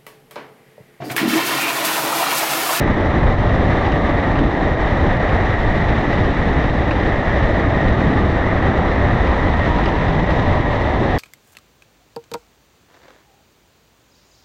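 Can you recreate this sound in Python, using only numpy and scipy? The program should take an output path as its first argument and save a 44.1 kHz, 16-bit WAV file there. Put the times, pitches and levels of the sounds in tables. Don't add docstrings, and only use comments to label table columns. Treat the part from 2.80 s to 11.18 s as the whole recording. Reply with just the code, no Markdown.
import sys
import numpy as np
from scipy import signal
from scipy.fft import rfft, irfft, next_fast_len
from scipy.io import wavfile
from scipy.ndimage import uniform_filter1d, minimum_filter1d

SR = 44100
rng = np.random.default_rng(int(sys.argv[2]) if len(sys.argv) > 2 else 0)


def materialize(psi):
    bounded = np.clip(np.atleast_2d(psi).T, -1, 1)
    quanta = np.round(bounded * 32767).astype(np.int16)
    wavfile.write(sys.argv[1], SR, quanta)


N = 369558
TIME = np.arange(N) / SR
FFT_SIZE = 2 * next_fast_len(N // 2 + 1, real=True)
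BIN_HZ = np.maximum(np.arange(FFT_SIZE // 2 + 1) * SR / FFT_SIZE, 1)


def from_db(db):
    return 10 ** (np.asarray(db) / 20)


def rms_one(x):
    return x / np.sqrt(np.mean(x ** 2) + 1e-20)


def filtered(x, gain):
    return irfft(rfft(x, FFT_SIZE) * gain, FFT_SIZE)[:N]


def noise(gain):
    return rms_one(filtered(rng.standard_normal(FFT_SIZE), gain))


def colour(points):
    hz, db = np.transpose(points)
    return from_db(np.interp(np.log(BIN_HZ), np.log(hz), db, right=-np.inf))


def resonance(hz, width_hz):
    return 1 / (1 + ((BIN_HZ - hz) / width_hz) ** 2) ** 2


def drift(rate_hz):
    return noise(resonance(0, rate_hz))


def steadied(x, seconds, share):
    power = uniform_filter1d(x ** 2, max(int(seconds * SR), 1))
    power = uniform_filter1d(power, size=600) + 1e-9
    return rms_one(x / power ** (np.clip(share, 0, 1) / 2))


def in_time(rows):
    s, *columns = np.transpose(rows)
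    return [np.interp(TIME, s, c) for c in columns]


def level(rows, offset_db):
    return from_db(in_time(rows)[0] + offset_db)


def swell(middle_s, half_s):
    return np.cos(np.pi / 2 * np.clip((TIME - middle_s) / half_s, -1, 1))


def narrow_band(hz, width_hz):
    phase = 2 * np.pi * np.cumsum(hz) / SR
    return drift(width_hz) * np.cos(phase) + drift(width_hz) * np.sin(phase)


def tone(hz, waver_hz, flutter_db):
    phase = 2 * np.pi * np.cumsum(hz + waver_hz * drift(26.1)) / SR
    return rms_one(np.sin(phase) * from_db(flutter_db * drift(20)))


# (middle [s], half length [s], pitch [Hz], glide [Hz/s], width [Hz], level [dB])
HOWLS = [(1.15, 0.59, 1185, -0.5, 82, -34.5), (1.45, 0.91, 300, 0, 110, -25.5),
         (4.83, 0.46, 655, -1.5, 40, -31), (4.96, 0.8, 1218, -25, 22, -38),
         (5.31, 0.23, 195, 1, 134, -21.5), (6.2, .6, 1100, -200, 190, -36),
         (7.33, 1.9, 975, -0.5, 110, -32.5), (6.85, 0.38, 950, -2, 14, -33),
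         (7.75, 0.398, 1010, 0, 160, -34.5), (7.347, 0.422, 170, 0, 31, -24.5)]


def howls():
    out = 0
    for middle_s, half_s, hz, glide_hz_per_s, width_hz, db in HOWLS:
        pitch_hz = hz + glide_hz_per_s * np.clip(TIME - middle_s, -half_s, half_s)
        band = steadied(narrow_band(pitch_hz, width_hz), seconds=0.11, share=0.42)
        out = out + from_db(db) * swell(middle_s, half_s) * band
    return out


# (time [s], pitch [Hz], level [dB])
MOTOR_HUM = [(0, 581, -32), (0.9, 581, -33.5), (1.5, 581, -37), (3.7, 583, -37), (4.5, 585, -31.5),
             (5.3, 585, -44), (6.2, 587, -32.5), (7.2, 587, -39), (7.7, 588, -28), (8.38, 587, -44)]


def motor_hum(level_db, width_hz):
    hz, db = in_time(MOTOR_HUM)
    return from_db(db + level_db) * steadied(narrow_band(hz, width_hz), seconds=.2, share=.8)


# (time [s], pitch [Hz], level [dB])
DRIVE_WHINE = [(0, 1870, -44), (1.2, 1873, -38.5), (2.85, 1873, -36.5), (3.3, 1890, -41), (4.1, 1876, -43),
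               (4.5, 1876, -32.5), (5.0, 1867, -35), (6.2, 1887, -39.5), (6.7, 1866, -34), (7.1, 1887, -48),
               (7.7, 1896, -37), (8.38, 1880, -49)]


def drive_whine(waver_hz, flutter_db):
    hz, db = in_time(DRIVE_WHINE)
    return from_db(db) * tone(hz, waver_hz, flutter_db)


# (time [s], crack [dB], buzz [dB], buzz t60 [s])
RATTLES = [(0.382, -28, -31, .05), (0.695, -25, -29, .05), (1.064, -24, -26, .08), (1.119, -27, -25, 0.089),
           (1.555, -28, -25, .06), (1.588, -20, -23.5, .07), (2.492, -23, -28, .04), (3.09, -29, -26, .07),
           (3.328, -29, -25, .06), (3.382, -24, -25, .06), (3.448, -20, -30, .04), (3.841, -23, -25, .05),
           (3.897, -19, -31, .04), (4.11, -26, -19, .05), (4.201, -24, -27, .04), (5.083, -22, -26, .08),
           (6.471, -27, -24, .07), (6.86, -20, -28, .07), (6.984, -25, -25, .07), (7.037, -23, -26, .036),
           (7.058, -12, -25, 0.076), (7.062, -22, -30, .03), (7.077, -27, -30, .04),
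           (7.0871, -15, -28, 0.031), (7.282, -20, -29, .07), (7.504, -22, -26, 0.076)]
# (frequency [Hz], width [Hz], level [dB])
FITTING_MODES = [(1350, 640, 13), (2620, 880, 4), (3790, 390, -7.5), (4800, 520, -10.5), (5960, 520, -19),
                 (7900, 1400, -35)]


def rattles(buzz_db, crack_db, crack_t60_s, crack_tilt_db_per_octave):
    crack_env, buzz_env = np.zeros((2, N))
    after_s = TIME[:SR // 4]
    for s, crack, buzz, buzz_t60_s in RATTLES:
        start = int(s * SR)
        span = slice(start, start + len(after_s))
        crack_env[span] += from_db(crack + crack_db - 60 * after_s / crack_t60_s)
        buzz_env[span] += from_db(buzz + buzz_db - 60 * after_s / buzz_t60_s)
    modes = sum(from_db(db) * resonance(hz, width_hz) for hz, width_hz, db in FITTING_MODES)
    bright = modes * from_db(crack_tilt_db_per_octave * np.log2(BIN_HZ))
    cracks = filtered(crack_env * rng.standard_normal(N), rms_one(bright))
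    buzzes = filtered(buzz_env * rng.standard_normal(N), rms_one(modes))
    return cracks + buzzes


# (time [s], level [dB])
CORRUGATION_LEVEL = [(0, -41), (.45, -28.5), (1.5, -40), (2.5, -33.5), (3.6, -52), (4.65, -18.5),
                     (5.4, -43), (6.4, -34), (7.2, -44), (7.7, -28.5), (8.3, -27)]
CORRUGATION_HZ, CORRUGATION_WIDTH_HZ = 583, 95


def rail_drone(level_db):
    band = noise(resonance(CORRUGATION_HZ, CORRUGATION_WIDTH_HZ))
    return level(CORRUGATION_LEVEL, level_db) * steadied(band, seconds=0.068, share=0.67)


# (frequency [Hz], level [dB])
WHEEL_MODES = [(1805, -44), (1855, -41.5), (1905, -40), (1955, -41.5)]
# (time [s], level [dB])
RING_LEVEL = [(0.0, -25), (0.3, -25), (0.6, -27.5), (0.9, -24.5), (1.2, -26.5), (1.4, -24.5), (1.6, -27),
              (2.2, -24.5), (3.3, -24.5), (4.3, -25.5), (4.5, -24.5), (5.2, -25.3), (6.6, -25),
              (7.3, -26.5), (8.3, -26)]


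def wheel_song(level_db, waver_hz, flutter_db):
    ring_db, = in_time(RING_LEVEL)
    song = sum(from_db(db) * tone(hz, waver_hz, flutter_db) for hz, db in WHEEL_MODES)
    return from_db(level_db + ring_db - ring_db.mean()) * song


# (frequency [Hz], density [dB per Hz])
ROAR_SPECTRUM = [(200, -2), (340, -1.5), (440, -2.5), (560, -0.5), (780, -0.5), (900, -4), (1030, -6.5),
                 (1230, -7), (1450, -12.5), (1700, -18), (2400, -26.5), (5000, -69)]
RING_SPECTRUM = [(900, -34), (1400, -20.5), (1600, -5), (1760, -0.5), (1900, -1.5), (1980, 0), (2090, -5),
                 (2200, -10), (2400, -15), (3000, -41.5), (6000, -74)]
HISS_SPECTRUM = [(1200, -15), (2300, 0), (2800, 0), (3300, -1.5), (3750, 1), (4100, -6), (4550, -13),
                 (5200, -15.5), (5900, -16.3), (6700, -23), (7900, -27.7), (9100, -37.5), (11200, -45),
                 (12800, -53)]
# (time [s], level [dB])
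ROAR_LEVEL = [(0.0, -20.5), (0.4, -18.5), (1.3, -19), (2.5, -19), (3.1, -20), (4.4, -20), (4.7, -20.5),
              (5.3, -20), (5.9, -19), (7.4, -20), (7.7, -19), (8.3, -18.5)]
HISS_LEVEL = [(0.0, -37.0), (1.1, -35), (1.3, -36.5), (2.0, -36.5), (3.4, -35), (4.4, -36), (4.7, -34.5),
              (4.9, -37.5), (5.1, -35.5), (5.7, -37), (5.9, -36.5), (6.9, -35), (7.0, -34.5), (7.3, -35.3),
              (7.5, -34.5), (8.3, -36)]
# (time [s], level change [dB])
ROAR_TOP_LEVEL = [(0, 1), (1.2, -1), (1.8, -1.5), (3, 0.5), (6.3, 1), (7.3, -0.5), (8.3, -3)]
ROAR_SPLIT_HZ = 1100


def wheels(roar_db, ring_db, hiss_db, judder_db, grit_db, patchy_db, ring_sway_db):
    rough_db = judder_db * drift(45) + patchy_db * drift(14)

    roar = steadied(noise(colour(ROAR_SPECTRUM)), seconds=0.066, share=0.2)
    roar = level(ROAR_LEVEL, roar_db + rough_db) * roar
    roar_top = filtered(roar, 1 / (1 + (ROAR_SPLIT_HZ / BIN_HZ) ** 10))
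    roar = roar + (level(ROAR_TOP_LEVEL, 0) - 1) * roar_top

    ring = steadied(noise(colour(RING_SPECTRUM)), seconds=0.068, share=0.25)
    ring = level(RING_LEVEL, ring_db + rough_db + ring_sway_db * drift(5.1)) * ring

    hiss_gain = level(HISS_LEVEL, hiss_db + rough_db + grit_db * drift(160))
    return roar + ring, hiss_gain * noise(colour(HISS_SPECTRUM))


# (frequency [Hz], density [dB per Hz])
RUMBLE_SPECTRUM = [(5, -21), (15, -4), (30, -0.5), (60, 1), (105, -1), (140, -8), (220, -16.5),
                   (500, -72.5)]
FLOOR_SPECTRUM = [(70, -30.5), (110, -0.5), (150, 1.5), (200, 1), (240, -1), (310, 0.5), (380, -4.5),
                  (480, -8.5), (900, -58.5)]
# (time [s], level [dB])
RUMBLE_LEVEL = [(0.0, -20), (0.6, -15.5), (1.6, -17.5), (1.8, -17.5), (2.6, -16.5), (3.7, -17), (6.0, -17),
                (6.2, -15.5), (6.9, -16.5), (7.4, -17.5), (7.7, -16), (8.3, -18)]
FLOOR_LEVEL = [(0.0, -14.5), (0.7, -19.5), (1.7, -17.5), (2.0, -27.5), (2.2, -17.5), (2.7, -23.5),
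               (3.4, -16), (3.7, -18), (5.0, -17.5), (5.3, -16.5), (6.5, -18.5), (7.1, -18.5), (8.0, -18),
               (8.3, -18.5)]
# (frequency [Hz], width [Hz], level [dB rms])
CAR_MODES = [(60, 13, -31.5), (87.5, 8.1, -36.5), (257.4, 7.3, -36), (450, 19, -41.5), (526, 16, -38.5),
             (627.5, 14, -40.5)]


def car_body(rumble_db, floor_db, sway_db):
    rumble = steadied(noise(colour(RUMBLE_SPECTRUM)), seconds=.1, share=0.94)
    rumble = level(RUMBLE_LEVEL, rumble_db + sway_db * drift(9.1)) * rumble
    floor = steadied(noise(colour(FLOOR_SPECTRUM)), seconds=0.089, share=0.37)
    floor = level(FLOOR_LEVEL, floor_db + sway_db * drift(15)) * floor
    boom = sum(from_db(db) * noise(resonance(hz, width_hz)) for hz, width_hz, db in CAR_MODES)
    return rumble + boom, floor


def swells_db(rows):
    return sum(np.outer(db, swell(s, half_s) ** 2) for s, half_s, *db in rows)


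# (time [s], half length [s], rumble [dB], floor [dB], roar [dB])
SWELLS = [(0.1, 0.054, 3, 1, 0.31), (0.19, .03, -2, 4, -0.12), (0.47, .07, 3.5, -3, 1.5),
          (0.65, 0.034, -1, 2, 1.5), (1.64, 0.1, 4, 6, -0.25), (1.87, .05, -2, 8, 0.16),
          (2.152, 0.03, -2, 2, 0.28), (2.53, 0.06, 4, 2, 0), (2.725, .05, 3, 0, 0.34),
          (2.87, .06, 1.5, 4, -0.71), (3.08, .06, 3, -4, 0.12), (3.427, 0.089, 2.5, 3.5, -0.68),
          (4.265, .06, 1, 2, -0.64), (4.638, .035, 5, 1, -0.19), (4.812, .035, 1, 2.5, -0.15),
          (5.09, .06, 5, 2, -0.12), (5.254, .04, -1, 8, 0), (5.335, 0.034, 1, 2, 0), (5.61, 0.044, 1, 0, 0),
          (6.321, 0.034, 0, 0, 0.16), (6.879, 0.031, 4, 5, -0.25), (7.022, .035, 4, 3, 0),
          (7.73, 0.06, 1.5, -5, 0.66), (7.799, .025, 6.5, 3, -0.69), (8.22, 0.067, -9, 6.5, -1.1)]
# (time [s], half length [s], rumble [dB], floor [dB], roar [dB], hiss [dB])
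LULLS = [(0.15, 0.04, 3, 1.8, 2.5, 2), (0.565, 0.029, 2, 5, 5, 4.5), (1.73, 0.12, 9, 3.3, 0.5, 1),
         (1.975, 0.036, 10, 5, 1.5, 3), (2.39, 0.035, 1, 3, 1, 2), (2.77, 0.044, 2, 3, 1.5, 2),
         (3.24, .04, 10, 2, -0.5, -0.5), (3.54, 0.044, 6, 1, 0, 0), (3.92, 0.023, 3, 3.7, 3.5, 2),
         (4.43, 0.062, 6, 3.3, 0.5, 0.5), (5.16, 0.034, 3.5, 4, 1.5, 2), (5.71, .05, 2, 1, -0.5, 1),
         (6.58, .07, 4, 3.8, -0.5, -1), (7.45, 0.049, 4, 3.1, 1, 1.5), (7.83, 0.041, 6, 3.5, 2, 2),
         (8.02, 0.13, 1, 6.4, 0.8, -0.5)]


def ride_gains():
    *dips_db, hiss_dip_db = swells_db(LULLS)
    rumble_gain, floor_gain, roar_gain = from_db(swells_db(SWELLS) - dips_db)
    return rumble_gain, floor_gain, roar_gain, from_db(-hiss_dip_db)


def scene():
    ringing = howls() + rail_drone(level_db=-9.0)
    ringing = ringing + wheel_song(level_db=-1.5, waver_hz=10.82, flutter_db=3.5)
    motors = motor_hum(level_db=-0.8, width_hz=9) + drive_whine(waver_hz=4.2, flutter_db=4.0)
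    loose = rattles(buzz_db=0.5, crack_db=-3.0, crack_t60_s=0.0086, crack_tilt_db_per_octave=3.0)
    rolling, hiss = wheels(roar_db=-1.1, ring_db=-4.0, hiss_db=-2.5, judder_db=0.62,
                           grit_db=0.65, patchy_db=0.38, ring_sway_db=0.6)
    rumble, floor = car_body(rumble_db=-2.0, floor_db=-5.5, sway_db=1.0)

    rumble_gain, floor_gain, roar_gain, hiss_gain = ride_gains()
    ride = rumble_gain * rumble + floor_gain * floor + hiss_gain * hiss
    ride = ride + roar_gain * (rolling + ringing + motors)
    return (ride + loose)[None]


def limiter(x, ceiling, size):
    gain = minimum_filter1d(np.minimum(1, ceiling / (np.abs(x) + 1e-9)), 2 * size)
    return x * uniform_filter1d(uniform_filter1d(gain, size), size)


CUTOFF_HZ = 12900


def record(dry):
    held = limiter(dry, ceiling=0.63, size=150) * np.minimum(TIME / .003, 1)
    low_pass = signal.cheby1(12, .1, CUTOFF_HZ, fs=SR, output="sos")
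    return signal.sosfilt(low_pass, held)


dry = scene()
out = record(dry)
materialize(out)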